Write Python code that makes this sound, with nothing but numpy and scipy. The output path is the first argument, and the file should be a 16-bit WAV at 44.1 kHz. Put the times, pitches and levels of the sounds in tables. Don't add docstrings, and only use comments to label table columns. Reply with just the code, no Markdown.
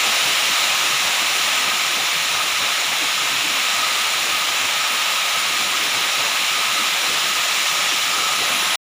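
import sys
import numpy as np
from scipy import signal
from scipy.fft import rfft, irfft, next_fast_len
from scipy.io import wavfile
from scipy.ndimage import uniform_filter1d, map_coordinates

SR = 44100
rng = np.random.default_rng(int(sys.argv[2]) if len(sys.argv) > 2 else 0)


def materialize(psi):
    bounded = np.clip(np.atleast_2d(psi).T, -1, 1)
    quanta = np.round(bounded * 32767).astype(np.int16)
    wavfile.write(sys.argv[1], SR, quanta)


N = 394254

# (frequency [Hz], rms level [dB])
HUM_PARTIALS = [(100, -67.5), (200, -71.5), (300, -58.5), (600, -64), (700, -51)]
# (time [s], peak level [dB], pitch [Hz], Gaussian standard deviation [s])
KNOCK_EVENTS = [(3.327, -38, 248, 0.018), (3.47, -40, 295, 0.035), (6.81, -36.5, 270, 0.019),
                (8.545, -39, 240, 0.033)]

# (time [s], level [dB])
RUNOFF_LEVEL = [(0, -42), (2.3, -43.5), (3.3, -43), (4, -44), (5.4, -45.5), (5.6, -40.5), (6.2, -44.5),
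                (8.72, -42)]
SPRAY_LEVEL = [(0.06, -19.5), (1.38, -20.5), (1.6, -20.5), (1.79, -21.5), (3.31, -21.5), (3.55, -21.5),
               (3.6, -21), (4.61, -21.5), (7.98, -21), (8.29, -22), (8.7, -21)]
HISS_OVER_ROAR = [(0, -6), (3, -6.5), (6.7, -6.5), (7, -6), (8.3, -5), (8.72, -7)]

# (frequency [Hz], relative spectral density [dB])
DRUM_SPECTRUM = [(20, -29), (40, -35.5), (65, -14), (100, -6.5), (150, -10.5), (280, 0), (400, 1),
                 (600, -1.5), (1500, -38.5), (4000, -80)]
SPLASH_SPECTRUM = [(200, -44.5), (450, -11.5), (560, -3.5), (700, -0.5), (900, 0), (1100, 2.5),
                   (1500, -8.5), (2400, -11.5), (5000, -50.5)]
FIZZ_SPECTRUM = [(6500, -25), (8000, -5.5), (8600, -3), (9100, -.3), (9500, 0), (10300, -4.2), (11200, -7),
                 (12000, -8), (13000, -10.5), (13950, -12.3), (14300, -6), (14650, -.7), (15400, -3)]
SHEEN_SPECTRUM = [(8800, -24), (9900, 2.5), (10600, 0), (11400, -1), (12400, -20.5), (14000, -53.5)]
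HISS_SPECTRUM = [(3500, -45.5), (4500, -2.5), (5000, 1), (5650, 2), (6000, 0.5), (6300, -3), (6480, -0.5),
                 (6660, 1.4), (6830, 1), (7250, -0.1), (7620, -1.5), (8000, -12.5), (9000, -28)]
ROAR_SPECTRUM = [(600, -61.5), (1100, -11.5), (1500, -6), (1950, -3.5), (2330, 0), (2750, -0.2), (3200, -2),
                 (3600, -2), (4000, -1.55), (4250, -5), (4550, -11.5), (5500, -38.5)]

DRONE_HZ, DRONE_DB = 62.2, -56
DRONE_START_S, DRONE_ATTACK_S, DRONE_HOLD_S, DRONE_RELEASE_S = 1.92, .25, .15, .45
PIPE_HZ, PIPE_WIDTH_HZ, PIPE_DB, PIPE_WAVER_DB = 1262, 115, -32, 2.1
FIZZ_DB, SPLASH_DB = -8.5, -10
JET_FLUTTER_DB, FIZZ_FLUTTER_DB = .02, -.1
SHEEN_DB, SHEEN_FOLLOWS = -48, 2.2
BRIGHTEN_START_S, BRIGHTEN_RISE_S = 7.95, .56
SHEEN_LIFT_DB, PIPE_LIFT_DB, SPLASH_LIFT_DB = 12.5, 3, 1
STOP_S, TOP_HZ = 8.757, 15500


def amp(db):
    return 10 ** (np.asarray(db) / 20)


def unit(x):
    return x / np.sqrt(np.mean(x ** 2) + 1e-20)


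def clock():
    return np.arange(N) / SR


def curve(rows):
    return np.interp(clock(), *np.transpose(rows))


def ramp(start_s, length_s):
    return np.clip((clock() - start_s) / length_s, 0, 1)


def brightening():
    return ramp(BRIGHTEN_START_S, BRIGHTEN_RISE_S)


def wobble(rate):
    return map_coordinates(rng.standard_normal(1024), [clock() * rate], mode="mirror")


def filtered(x, response):
    padded = next_fast_len(N + SR // 2)
    return irfft(rfft(x, padded) * response(np.fft.rfftfreq(padded, 1 / SR)), padded)[..., :N]


def coloured(x, spectrum):
    points_hz, db = np.transpose(spectrum)
    return unit(filtered(x, lambda hz: amp(np.interp(np.log(hz + 1), np.log(points_hz), db))))


def ringing(centre_hz, width_hz):
    mode = lambda hz: 1j * hz * width_hz / (centre_hz ** 2 - hz * hz + 1j * hz * width_hz)
    return unit(filtered(rng.standard_normal(N), lambda hz: mode(hz) ** 2))


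def turbulence(patchy_db):
    spectra = signal.stft(rng.standard_normal(N), nperseg=512)[2]
    patches = uniform_filter1d(rng.standard_normal(spectra.shape), size=7, axis=0)
    patches = unit(uniform_filter1d(patches, size=10, axis=1))
    return unit(signal.istft(spectra * amp(patchy_db * patches), nperseg=512)[1][:N])


def impacts(rate, spread_db):
    lands = rng.random(N) < rate / SR
    size = amp(spread_db * np.clip(rng.standard_normal(N), -2, 2))
    return unit(lands * size * rng.choice([-1, 1], N))


def far_drone():
    release_at_s = DRONE_START_S + DRONE_ATTACK_S + DRONE_HOLD_S
    swell = ramp(DRONE_START_S, DRONE_ATTACK_S) * (1 - ramp(release_at_s, DRONE_RELEASE_S))
    phase = 2 * np.pi * DRONE_HZ * clock() + .6 * wobble(9.4)
    return np.sqrt(2) * amp(DRONE_DB) * swell * np.sin(phase)


def transformer_hum():
    hum = np.zeros(N)
    for hz, db in HUM_PARTIALS:
        peak = np.sqrt(2) * amp(db + .98 * wobble(1.6))
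        hum += peak * np.sin(2 * np.pi * hz * clock() + .34 * wobble(2.03))
    return hum


def knocks():
    thuds = np.zeros(N)
    for time_s, db, hz, sigma_s in KNOCK_EVENTS:
        swell = np.exp(-((clock() - time_s) / sigma_s) ** 2 / 2)
        thuds += amp(db) * swell * ringing(hz, width_hz=150)
    return thuds


def gurgle(rate, pitch_hz, decay_cycles, spread_db):
    when, tune, detune, size, phase = rng.random((int(rate * N / SR), 5)).T[:, :, None]
    t = np.arange(SR // 6) / SR
    hz = pitch_hz * 2 ** (tune - detune)
    age = t * hz / decay_cycles
    strength = amp(spread_db * size) * np.sqrt(hz)
    rings = strength * age * np.exp(-age) * np.sin(2 * np.pi * (hz * t + phase))
    at = (when * N).astype(int) + np.arange(len(t))
    return unit(np.bincount(at.ravel(), rings.ravel(), N)[:N])


def runoff(spray_db):
    splash = coloured(turbulence(patchy_db=1.4) + .25 * impacts(rate=700, spread_db=8), SPLASH_SPECTRUM)
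    drum = coloured(turbulence(patchy_db=4.5) + .5 * impacts(rate=120, spread_db=3), DRUM_SPECTRUM)
    drain = gurgle(rate=70, pitch_hz=217.6, decay_cycles=2.03, spread_db=10)
    surge = wobble(14)
    rumble = amp(2 * surge) * drum + amp(-5.5) * drain
    splash_db = spray_db + SPLASH_DB + SPLASH_LIFT_DB * brightening() + .43 * surge
    return amp(splash_db) * splash + amp(curve(RUNOFF_LEVEL)) * rumble


def pipework():
    song_db = PIPE_DB + PIPE_WAVER_DB * wobble(5) + PIPE_LIFT_DB * brightening()
    return amp(song_db) * ringing(PIPE_HZ, PIPE_WIDTH_HZ)


def mist(spray_db, flutter):
    drops = turbulence(patchy_db=1) + .5 * impacts(rate=5300, spread_db=2)
    fizz = amp(spray_db + FIZZ_DB + FIZZ_FLUTTER_DB * flutter) * coloured(drops, FIZZ_SPECTRUM)
    sheen = coloured(turbulence(patchy_db=1.3), SHEEN_SPECTRUM)
    sheen_db = SHEEN_DB + SHEEN_FOLLOWS * (spray_db - spray_db.mean())
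    growth = 1 + (amp(SHEEN_LIFT_DB) - 1) * brightening()
    return fizz + amp(sheen_db) * growth * sheen


def nozzles(spray_db, flutter):
    roar = coloured(turbulence(patchy_db=.12), ROAR_SPECTRUM)
    hiss = coloured(turbulence(patchy_db=.77) + .3 * impacts(rate=3000, spread_db=8), HISS_SPECTRUM)
    return amp(spray_db + JET_FLUTTER_DB * flutter) * (roar + amp(curve(HISS_OVER_ROAR)) * hiss)


def scene():
    spray_db = curve(SPRAY_LEVEL)
    flutter = wobble(25)
    water = nozzles(spray_db, flutter) + pipework() + mist(spray_db, flutter) + runoff(spray_db)
    bay = water + knocks() + transformer_hum() + far_drone()
    return np.array([bay, bay])


def record(dry):
    gate = np.clip((STOP_S - clock()) / .002 + .5, 0, 1)
    return filtered(dry * gate, lambda hz: (1 - np.tanh((hz - TOP_HZ) / 40)) / 2)


dry = scene()
out = record(dry)
materialize(out)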